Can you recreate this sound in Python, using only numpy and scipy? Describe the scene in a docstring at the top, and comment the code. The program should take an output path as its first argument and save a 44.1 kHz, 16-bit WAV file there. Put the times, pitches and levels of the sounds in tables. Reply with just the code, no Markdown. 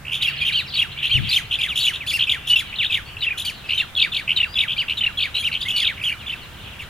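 """Mynas chatter in tall trees at dusk, over a low outdoor rumble that grows slowly and a hum that fades. From
the start a near bird, a gliding tone in a resonant throat, strings together trills, warbles, stair calls, hooks
and slurs; the other side of its syrinx trills across them, and the far roost, pure gliding tones, is loudest
early on. Just after one second a puff of wind, shaped noise, buffets the microphone; near 4.5 s a thin whistle
drifts up. Throughout, branches and canopy scatter the calls into separate echoes and a dense tail."""
import sys
import numpy as np
from scipy import signal
from scipy.fft import rfft, irfft
from scipy.io import wavfile
from scipy.ndimage import uniform_filter1d

SR = 44100
rng = np.random.default_rng(int(sys.argv[2]) if len(sys.argv) > 2 else 0)


def to_wav(sig):
    """Store sig (one row per channel, or 1-D mono) as 16-bit WAV at the path in sys.argv[1].

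    Samples outside -1..1 are clipped; the rate is SR.
    """
    pcm = np.clip(np.atleast_2d(sig), -1, 1) * 32767
    pcm = np.round(pcm).astype(np.int16)
    wavfile.write(sys.argv[1], SR, pcm.T)  # frames by channels


N = 303849  # samples

# In the five call tables the level is that before throat and effort act, and the rasp is relative to it.
# Trills, the pitch zigzagging about a rising centre. Each row: start in seconds, length in seconds,
# swings per second, centre pitch in Hz, level in dB, rasp in dB.
TRILLS = [(0.116, 0.065, 90, 2936, -22.5, -20), (0.046, 0.086, 68, 2400, -30, -30),
          (0.97, 0.042, 74, 2880, -29.5, -45), (1.024, 0.06, 76, 2860, -18, -28.5),
          (1.249, 0.046, 96, 2936, -28.5, -26), (1.509, 0.0564, 72, 2957, -17.5, -30),
          (1.754, 0.063, 62, 3070, -19.5, -16), (1.931, 0.044, 88, 3070, -26.5, -22),
          (2.188, 0.06, 66, 2850, -15, -32.5), (2.469, 0.058, 67, 3100, -23, -14.5),
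          (2.722, 0.029, 73.6, 2326, -28, -49), (2.75, 0.032, 44, 3500, -28.5, -51),
          (2.823, 0.049, 54, 3000, -17.5, -33), (3.373, 0.056, 52, 3080, -25.5, -11),
          (3.688, 0.062, 71, 2582, -18, -32), (4.275, 0.058, 79, 2506, -15.5, -35),
          (4.677, 0.067, 78, 2913, -21, -34), (4.88, 0.058, 81, 2600, -19.5, -32),
          (5.347, 0.052, 61, 2700, -21, -29), (5.513, 0.0654, 88, 2625, -20, -32),
          (5.604, 0.04, 48, 3305, -21.5, -25), (5.679, 0.049, 48, 2965, -20, -21),
          (5.969, 0.078, 50, 2110, -27, -34.5)]
TRILL_DEPTH, TRILL_RISE = 0.2034, 0.1456  # shares of the centre pitch: swing to each side, climb over the trill
TRILL_UNEVEN = 0.22  # how much the swings differ in depth

# Warbles, an opening note and then a low note flicked upward. Each row: start in seconds,
# opening length in seconds, opening pitch in Hz, low pitch in Hz, level in dB, rasp in dB.
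WARBLES = [(1.587, 0.013, 2500, 2358, -18, -24), (2.27, 0.013, 2643, 2403, -16.5, -27.5),
           (2.898, 0.013, 2636, 2436, -16.5, -28.5), (3.962, 0.023, 3360, 2617, -14, -32.5),
           (4.118, 0.016, 3600, 2550, -20, -28), (4.554, 0.02, 3436, 2580, -16, -31),
           (5.172, 0.021, 3350, 2546, -17.5, -31.5), (5.757, 0.0091, 2950, 2408, -20, -20.5),
           (5.815, 0.021, 3350, 2550, -16.5, -34)]
# Flicks of every warble. Each row: time after the opening note in seconds, height in Hz before the
# pitch is smoothed, half width in seconds.
FLICKS = [(0.016, 1434, 0.0065), (0.038, 1400, 0.0087), (0.064, 510, 0.002)]
WARBLE_S, WARBLE_SAG = 0.068, 0.2  # length of the low note in seconds, share of its pitch that it loses

# Stairs, held notes parted by dips. Each row: start in seconds, length in seconds, number of steps,
# pitches in Hz where the staircase sets out and ends, dip as a share of pitch, level in dB, rasp in dB.
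STAIRS = [(0.21, 0.088, 3, 4225, 2590, 0.3, -19, -25.5), (0.445, 0.047, 3, 3175, 3214, 0.16, -19, -24.5),
          (0.736, 0.1, 4, 4890, 2627, 0.31, -17.5, -26.5), (1.287, 0.094, 4, 5060, 2986, 0.24, -16, -18.5),
          (1.796, 0.1, 4, 4800, 2797, 0.24, -16, -20), (2.063, 0.12, 2, 3878, 2476, 0.33, -21, -15.5),
          (2.568, 0.033, 2, 3484, 3420, 0.27, -19.5, -20), (3.216, 0.122, 3, 3136, 2348, 0.34, -19, -69),
          (3.774, 0.044, 2, 3300, 2605, 0.29, -17, -29), (4.368, 0.084, 3, 3198, 2660, 0.35, -17, -35),
          (5.003, 0.082, 3, 3175, 2697, 0.37, -17.5, -38), (6.089, 0.048, 2, 3100, 2197, 0.33, -20.5, -33),
          (6.26, 0.089, 3, 3740, 2530, 0.34, -25.5, -30.5), (6.79, 0.046, 2, 3094, 2040, 0.2, -29.5, -23)]
STEP_HOLD, STEP_EDGE = 0.63, 0.0916  # shares of a step: the held note, the leap to or from it
STEP_DROOP = 0.354  # 0 holds each step level, 1 lets it slide into the next

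# Hooks, a low grace note leaping to a held note that bends down. Each row: start in seconds,
# grace length in seconds, held length in seconds, held pitch in Hz, level in dB, rasp in dB.
HOOKS = [(0.52, 0.017, 0.062, 3170, -19, -29), (1.094, 0.02, 0.059, 3205, -16, -30),
         (3.444, 0.019, 0.032, 3330, -25, -16.5), (6.025, 0.013, 0.05, 3338, -21.5, -21.5),
         (4.764, 0.017, 0.037, 3194, -19.5, -31.5), (5.426, 0.021, 0.032, 3167, -20, -25)]
GRACE_HZ, HOOK_BEND = 2362, 0.18  # pitch of the grace note; share of the held pitch lost in the bend
HOOK_NOTCH, NOTCH_S = 0.1177, 0.00382  # catch halfway through the held note: share of pitch, half width in s

# Slurs, single even glides. Each row: start in seconds, length in seconds, first pitch in Hz,
# last pitch in Hz, level in dB, rasp in dB.
SLURS = [(0.219, 0.024, 3894, 2406, -18.5, -18), (0.413, 0.03, 2490, 2390, -17, -34),
         (0.403, 0.034, 3410, 3224, -25, -26.5), (0.52, 0.0186, 3540, 4340, -22.5, -24),
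         (0.57, 0.052, 4630, 3540, -23.5, -23), (1.683, 0.058, 3920, 2100, -22.5, -26),
         (2.003, 0.058, 2750, 1630, -24.5, -37), (2.497, 0.03, 2956, 2920, -13, -28),
         (2.525, 0.026, 2970, 2950, -12.5, -29), (2.556, 0.0193, 2760, 2660, -13.5, -22.5),
         (2.784, 0.076, 3885, 1375, -16, -37), (3.167, 0.0085, 2860, 2480, -25.5, -39),
         (3.206, 0.057, 4150, 3000, -23, -28.5), (3.449, 0.016, 4820, 4300, -23.5, -7.5),
         (3.641, 0.035, 2640, 2600, -36, -44), (3.74, 0.03, 3060, 3120, -26, -18.5),
         (3.771, 0.033, 3904, 3450, -20.5, -24), (3.951, 0.0045, 3700, 3560, -18, -40),
         (4.361, 0.023, 4080, 3530, -15.5, -25), (4.541, 0.0048, 3840, 3630, -21, -40),
         (4.97, 0.03, 4006, 3493, -20.5, -24), (5.342, 0.049, 3810, 4110, -21.5, -22),
         (5.392, 0.035, 3345, 3190, -26, -15), (5.65, 0.032, 1934, 2276, -19, -29),
         (5.723, 0.078, 2943, 2914, -24.5, -23), (5.761, 0.019, 4695, 4060, -20, -16),
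         (6.19, 0.069, 3700, 1880, -37.5, -31)]

FALL_S, FALL_END_HZ = 0.04, 1117  # warbles, stairs and hooks all end in a fall
LEAP_S = 0.0038  # time the syrinx takes to leap between two notes

# Throat and beak resonance, favouring the main tone near 3 kHz. Each row: frequency in Hz, gain in dB.
THROAT = [(900, -19.5), (1500, -14), (2100, -7), (2500, 0), (2950, 3.5), (3900, -1), (5000, -3)]
# Colour of the rasp. Each row: frequency in Hz, gain in dB.
OVERTONES = [(1500, -3), (4400, 2.5), (5600, -2.5), (7000, -3), (8400, -9), (10200, 0.5), (11800, -12),
             (13700, -5.5), (15500, -27)]
EDGE_HZ = 15900  # upper band limit

# The second syrinx voice: level against the call in dB, dB gained per dB of rasp
SECOND_DB, SECOND_PER_RASP = -3, 0.25
SECOND_HZ, SECOND_RATE = (2320, 4283), (25, 98)  # ranges of centre pitch and of swings per second

# Thin high whistle of another bird. Each row: time in seconds, pitch in Hz, level in dB.
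WHISTLE = [(4.46, 4640, -52), (4.53, 4840, -39), (4.64, 5160, -61)]
# Level of the far roost. Each row: time in seconds, level in dB.
ROOST = [(0, -60), (0.15, -35), (0.7, -32.5), (0.88, -42), (1.05, -30.5), (1.5, -40.5), (6.4, -46.5)]
# Where the chatter lies as the microphone turns. Each row: time in seconds, left minus right in dB.
BEARING = [(0.1, -2.5), (0.8, 0.1), (5.3, 0.5), (5.8, -0.5)]
# Decay of the tail among the trees. Each row: frequency in Hz, time to fall by 60 dB in seconds.
CANOPY = [(3000, 0.38), (14000, 0.28)]

HUM_HZ, HUM_DB, HUM_FADE_DB_PER_S = 138.3, -41, 4  # HUM_DB is the level at the start
# Wind buffets. Each row: time of the peak in seconds, level in dB before the gain of each port,
# standard deviation of the swell in seconds.
BUFFETS = [(1.157, -18.5, 0.0039), (1.214, -23.5, 0.049)]
# Colour of the wind noise. Each row: frequency in Hz, relative level in dB.
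BUFFET_COLOUR = [(25, -17), (130, 1), (900, -54)]
# Colour of the outdoor background. Each row: frequency in Hz, relative density in dB per Hz.
AIR = [(25, -9.5), (80, 1.5), (160, -6), (300, -15.5), (600, -18), (1600, -15), (5800, -31), (15500, -34)]
# Coherence of the background at the two ports. Each row: frequency in Hz, left-right likeness.
AIR_LIKENESS = [(100, 0.86), (1000, 0.7), (8000, 0.025)]
AIR_DB, AIR_RISE_DB_PER_S = -40, 0.17  # level midway through, and its slow growth


def amp(db):
    """Decibel law: 20 dB is a tenfold gain."""
    return 10 ** (np.asarray(db) / 20)


def evened(x):
    """Normalization to unit root-mean-square."""
    return x / np.sqrt(np.mean(x ** 2) + 1e-20)


def read(points, hz):
    """Interpolation of a (Hz, value) table on a log-frequency axis."""
    f, value = np.transpose(points)
    return np.interp(np.log(hz + 1), np.log(f), value)


def add(mix, s, sound):
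    """Superposition: a sound is added into the mix from time s on."""
    part = mix[..., max(round(s * SR), 0):][..., :sound.shape[-1]]
    part += sound[..., :part.shape[-1]]


def noise(colour, size):
    """Spectral shaping of white noise, brought to rms 1."""
    spectrum = rfft(rng.standard_normal(size))
    gain = amp(read(colour, np.fft.rfftfreq(size, 1 / SR)))
    return evened(irfft(spectrum * gain, size))


def wobble(length, size):
    """Smoothed random motion of rms 1 that changes over about size samples."""
    once = uniform_filter1d(rng.standard_normal(length), size)
    return evened(uniform_filter1d(once, size))


def clock(length):
    """Time in seconds through a note, and the share of it that has passed."""
    t = np.arange(0, length, 1 / SR)
    return t, t / length


def near_birds():
    """Superposition of the close chatter, syllable by syllable."""
    out = np.zeros(N)
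    for s, hz, db, rasp_db in calls():
        add(out, s, syllable(hz, db, rasp_db))
    return out


def calls():
    """Pitch control: every near call as (start s, pitch curve in Hz, level dB, rasp dB)."""
    kinds = [(trill, TRILLS), (warble, WARBLES), (stairs, STAIRS), (hook, HOOKS), (slur, SLURS)]
    found = []
    for pitch, rows in kinds:
        for s, *shape, db, rasp_db in rows:
            found.append((s, pitch(*shape), db, rasp_db))
    return found


def syllable(hz, db, rasp_db, swell_db=6, sweep_db=4, lift_db=14, hiss_db=-17, half_db=-18,
             sputter_db=5, grit_db=4, tremble_db=1.19, jitter=0.0073):
    """Source and filter: a gliding tone flares at the throat resonance; forced, it sputters overtones."""
    t = np.arange(len(hz)) / SR
    hz = uniform_filter1d(hz, size=70)
    forced = np.clip((rasp_db + 38) / 15, 0, 1)
    # effort swells toward the middle and lifts with each upward flick; fast sweeps are weaker
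    swell = (2 * t / t[-1] - 1) ** 2
    sweeping = uniform_filter1d(np.tanh(abs(np.gradient(hz, t)) / 860000.0), size=90)  # Hz per s
    flick = np.log2(hz / uniform_filter1d(hz, size=1100))
    fade = signal.windows.tukey(len(t), .004 / t[-1])
    effort = fade * amp(lift_db * flick - swell_db * swell - sweep_db * sweeping)
    # the syrinx trembles in pitch and strength, more when forced
    hz = hz * (1 + jitter * (1 + forced) * wobble(len(t), size=24))
    tremble = amp(tremble_db * (1 + forced) * wobble(len(t), size=70))
    phase = 2 * np.pi * np.cumsum(hz) / SR
    tone = amp(read(THROAT, hz)) * tremble * np.sin(phase)
    # overtones, weak half overtones and a little hiss, all in short grains
    rasp = amp(hiss_db) * noise(OVERTONES, len(t))
    for k in np.arange(1.5, 6.5, .5):
        sputter = np.tanh(wobble(len(t), size=110))
        level_db = read(OVERTONES, k * hz) + half_db * (k % 1 > 0) + sputter_db * sputter
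        rasp = rasp + amp(level_db) * (k * hz < EDGE_HZ) * np.sin(k * phase)
    grit = amp(grit_db * np.tanh(wobble(len(t), size=24)))
    slack = np.minimum(hz / 2300, 1)  # the voice fades as it falls, overtones first
    return amp(db) * effort * slack * (tone + amp(rasp_db) * slack ** 4 * grit * rasp)


def trill(length, rate, centre_hz):
    """Frequency modulation: a zigzag of uneven depth about a centre that climbs a little."""
    t, u = clock(length)
    depth = TRILL_DEPTH * (1 + TRILL_UNEVEN * np.tanh(wobble(len(t), size=400)))
    phase = 2 * np.pi * rate * t + 0.404 * wobble(len(t), size=400)
    zigzag = signal.sawtooth(phase, .5)
    return centre_hz * (1 + TRILL_RISE * (u - .5)) * (1 + depth * zigzag)


def warble(opening_s, opening_hz, low_hz):
    """Register leap: the opening note gives way to a sagging low note with sharp upward flicks."""
    t = clock(opening_s + WARBLE_S)[0] - opening_s
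    low = low_hz * (1 - WARBLE_SAG * (t / WARBLE_S) ** 2)
    flicks = sum(height * np.maximum(1 - abs(t - s) / half, 0) for s, height, half in FLICKS)
    return with_fall(leap(t, opening_hz, low) + flicks)


def stairs(length, steps, first_hz, last_hz, dip):
    """Stepwise pitch: held notes spaced by equal ratios, parted by swoops, ending in a fall."""
    place = steps * clock(length)[1]
    middle = np.floor(place) + .5
    descent = (middle + STEP_DROOP * (place - middle)) / steps
    dips = (1 + np.tanh((abs(place - middle) - STEP_HOLD / 2) / STEP_EDGE)) / 2
    return with_fall(first_hz * (last_hz / first_hz) ** descent * (1 - dip * dips))


def hook(grace_s, held_s, held_hz):
    """Register leap up to a note that catches once and bends over."""
    t = clock(grace_s + held_s)[0] - grace_s
    notch = HOOK_NOTCH * np.exp(-((t - held_s / 2) / NOTCH_S) ** 2)
    bend = HOOK_BEND * abs(t / held_s) ** 3
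    return with_fall(leap(t, GRACE_HZ, held_hz * (1 - bend - notch)))


def slur(length, from_hz, to_hz):
    """Exponential glide: equal musical intervals in equal times."""
    return from_hz * (to_hz / from_hz) ** clock(length)[1]


def leap(t, from_hz, to_hz):
    """Sigmoid transition: a quick change of note at t = 0."""
    return from_hz + (to_hz - from_hz) * (1 + np.tanh(t / LEAP_S)) / 2


def with_fall(hz):
    """Relaxation of the syrinx: at the end of a call the pitch slides away."""
    return np.append(hz, np.geomspace(hz[-1], FALL_END_HZ, round(FALL_S * SR)))


def second_voice():
    """Superposed voices: the other side of the near bird's syrinx trills across each call, louder the harsher
    the call."""
    out, sung = np.zeros(N), calls()
    for (s, hz, db, rasp_db), (fast, high) in zip(sung, rng.random((len(sung), 2))):
        rate = np.interp(fast, (0, 1), SECOND_RATE)
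        centre_hz = np.interp(high, (0, 1), SECOND_HZ)
        crossing = trill(0.65 * len(hz) / SR, rate, centre_hz)
        add(out, s, syllable(crossing, db + SECOND_DB + SECOND_PER_RASP * rasp_db, rasp_db))
    return out


def whistler():
    """Pure tone: a faint whistle whose frequency drifts upward."""
    s, hz, db = np.transpose(WHISTLE)
    t = np.arange(N) / SR
    phase = 2 * np.pi * np.cumsum(np.interp(t, s, hz)) / SR
    return amp(np.interp(t, s, db, -120, -120)) * np.sin(phase)


def roost(count=520, spread_db=14):
    """Random superposition: far birds sing the same repertoire at random moments, levels and pitches."""
    out, tunes = np.zeros(N), [call[1] for call in calls()]
    for when, which, loud, high in rng.random((count, 4)):
        hz = tunes[int(which * len(tunes))] * (1 + 0.35 * (high - .5))
        shape = amp(spread_db * loud + read(THROAT, hz)) * signal.windows.tukey(len(hz))
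        add(out, when * N / SR, shape * np.sin(2 * np.pi * np.cumsum(hz) / SR))
    return evened(out) * amp(np.interp(np.arange(N) / SR, *np.transpose(ROOST)))


def ports(x):
    """Interaural-like differences: two ports differ in level and phase, changing toward the treble."""
    hz = np.fft.rfftfreq(N, 1 / SR)
    lean_db = read([(2000, -1.5), (8000, 4.0)], hz)  # left minus right
    lead = read([(4000, 0.51), (9000, 1.0)], hz)  # radians
    tilt = amp(lean_db / 2) * np.exp(.5j * lead)
    return irfft(rfft(x) * np.array([tilt, 1 / tilt]), N)


def turned(x):
    """Level panning: the direct sound leans left or right as the microphone turns."""
    lean_db = np.interp(np.arange(N) / SR, *np.transpose(BEARING))
    return x * amp([lean_db / 2, -lean_db / 2])


def branches(x, count=40, reach_s=0.066):
    """Early reflection: nearby branches return a spray of separate echoes that roughens each syllable."""
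    taps = np.zeros((2, SR))
    for when, sign, side in rng.random((count, 3)):
        angle = side * np.pi / 2
        pan = np.array([np.cos(angle), np.sin(angle)])
        taps[:, round((.004 + when * reach_s) * SR)] += np.sign(sign - .5) * (1 - when) * pan
    return signal.fftconvolve(x[None], taps * np.sqrt(2) / np.linalg.norm(taps), axes=1)[:, :N]


def canopy(x, build_s=0.0008):
    """Diffuse scattering: leaves and trunks spread sound into a tail that dies faster in the treble."""
    # one echo of random sign at a random place in every 20 samples
    at = np.arange(0, SR - 20, 20) + rng.integers(0, 20, (2, (SR - 1) // 20))
    taps = np.zeros((2, SR))
    np.put_along_axis(taps, at, rng.choice([-1., 1.], at.shape), 1)
    hz, t, z = signal.stft(taps, SR, nperseg=256)
    decay = amp(-60 * t / read(CANOPY, hz)[:, None])
    build = 1 - np.exp(-t / build_s)
    tail = signal.istft(z * decay * build, SR, nperseg=256)[1]
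    tail = tail + 0.023 * tail[::-1]  # the two ports hear partly the same scatter
    return signal.fftconvolve(x[None], tail / np.linalg.norm(tail[0]), axes=1)[:, :N]


def wind(left_db=3, right_db=-8):
    """Turbulent pressure: a short puff buffets mostly the left port."""
    t = np.arange(N) / SR
    push = sum(amp(db) * np.exp(-.5 * ((t - s) / half) ** 2) for s, db, half in BUFFETS)
    return push * np.array([amp(db) * noise(BUFFET_COLOUR, N) for db in (left_db, right_db)])


def hum():
    """Exponential decay: a faint low tone of wavering phase dies away."""
    t = np.arange(N) / SR
    return amp(HUM_DB - HUM_FADE_DB_PER_S * t) * np.sin(2 * np.pi * HUM_HZ * t + wobble(N, size=2000))


def air():
    """Partial coherence: low rumble and faint hiss, slowly growing, are partly shared by the ports."""
    same = np.clip(read(AIR_LIKENESS, np.fft.rfftfreq(N, 1 / SR)), -1, 1)
    left, other = noise(AIR, N), noise(AIR, N)
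    right = irfft(same * rfft(left) + np.sqrt(1 - same ** 2) * rfft(other), N)
    rise_db = AIR_RISE_DB_PER_S * (np.arange(N) - N / 2) / SR
    return amp(AIR_DB + rise_db) * np.array([left, right])


def scene(wet_db=-20, roost_wet_db=-3, early_db=-13):
    """Direct and scattered fields: all birds reach the ports both ways, the far roost with a stronger tail."""
    far = roost()
    birds = near_birds() + second_voice() + whistler() + far
    # off the beak's axis the 3 kHz peak is weaker, so the scattered sound is broader in colour
    off_axis_db = read([(2000, 3), (3000, -2), (4300, 6), (9000, 6)], np.fft.rfftfreq(N, 1 / SR))
    scattered = irfft(rfft(birds) * amp(off_axis_db), N)
    direct = turned(ports(birds))
    early = amp(early_db) * branches(scattered)
    late = canopy(amp(wet_db) * scattered + amp(roost_wet_db) * far)
    return direct + early + late + wind() + hum() + air()


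def record(dry):
    """Low-pass filtering: the recorder's band limit."""
    lowpass = signal.firwin(511, EDGE_HZ, window=("kaiser", 9), fs=SR)
    return signal.oaconvolve(dry, lowpass[None], "same")


dry = scene()
out = record(dry)
to_wav(out)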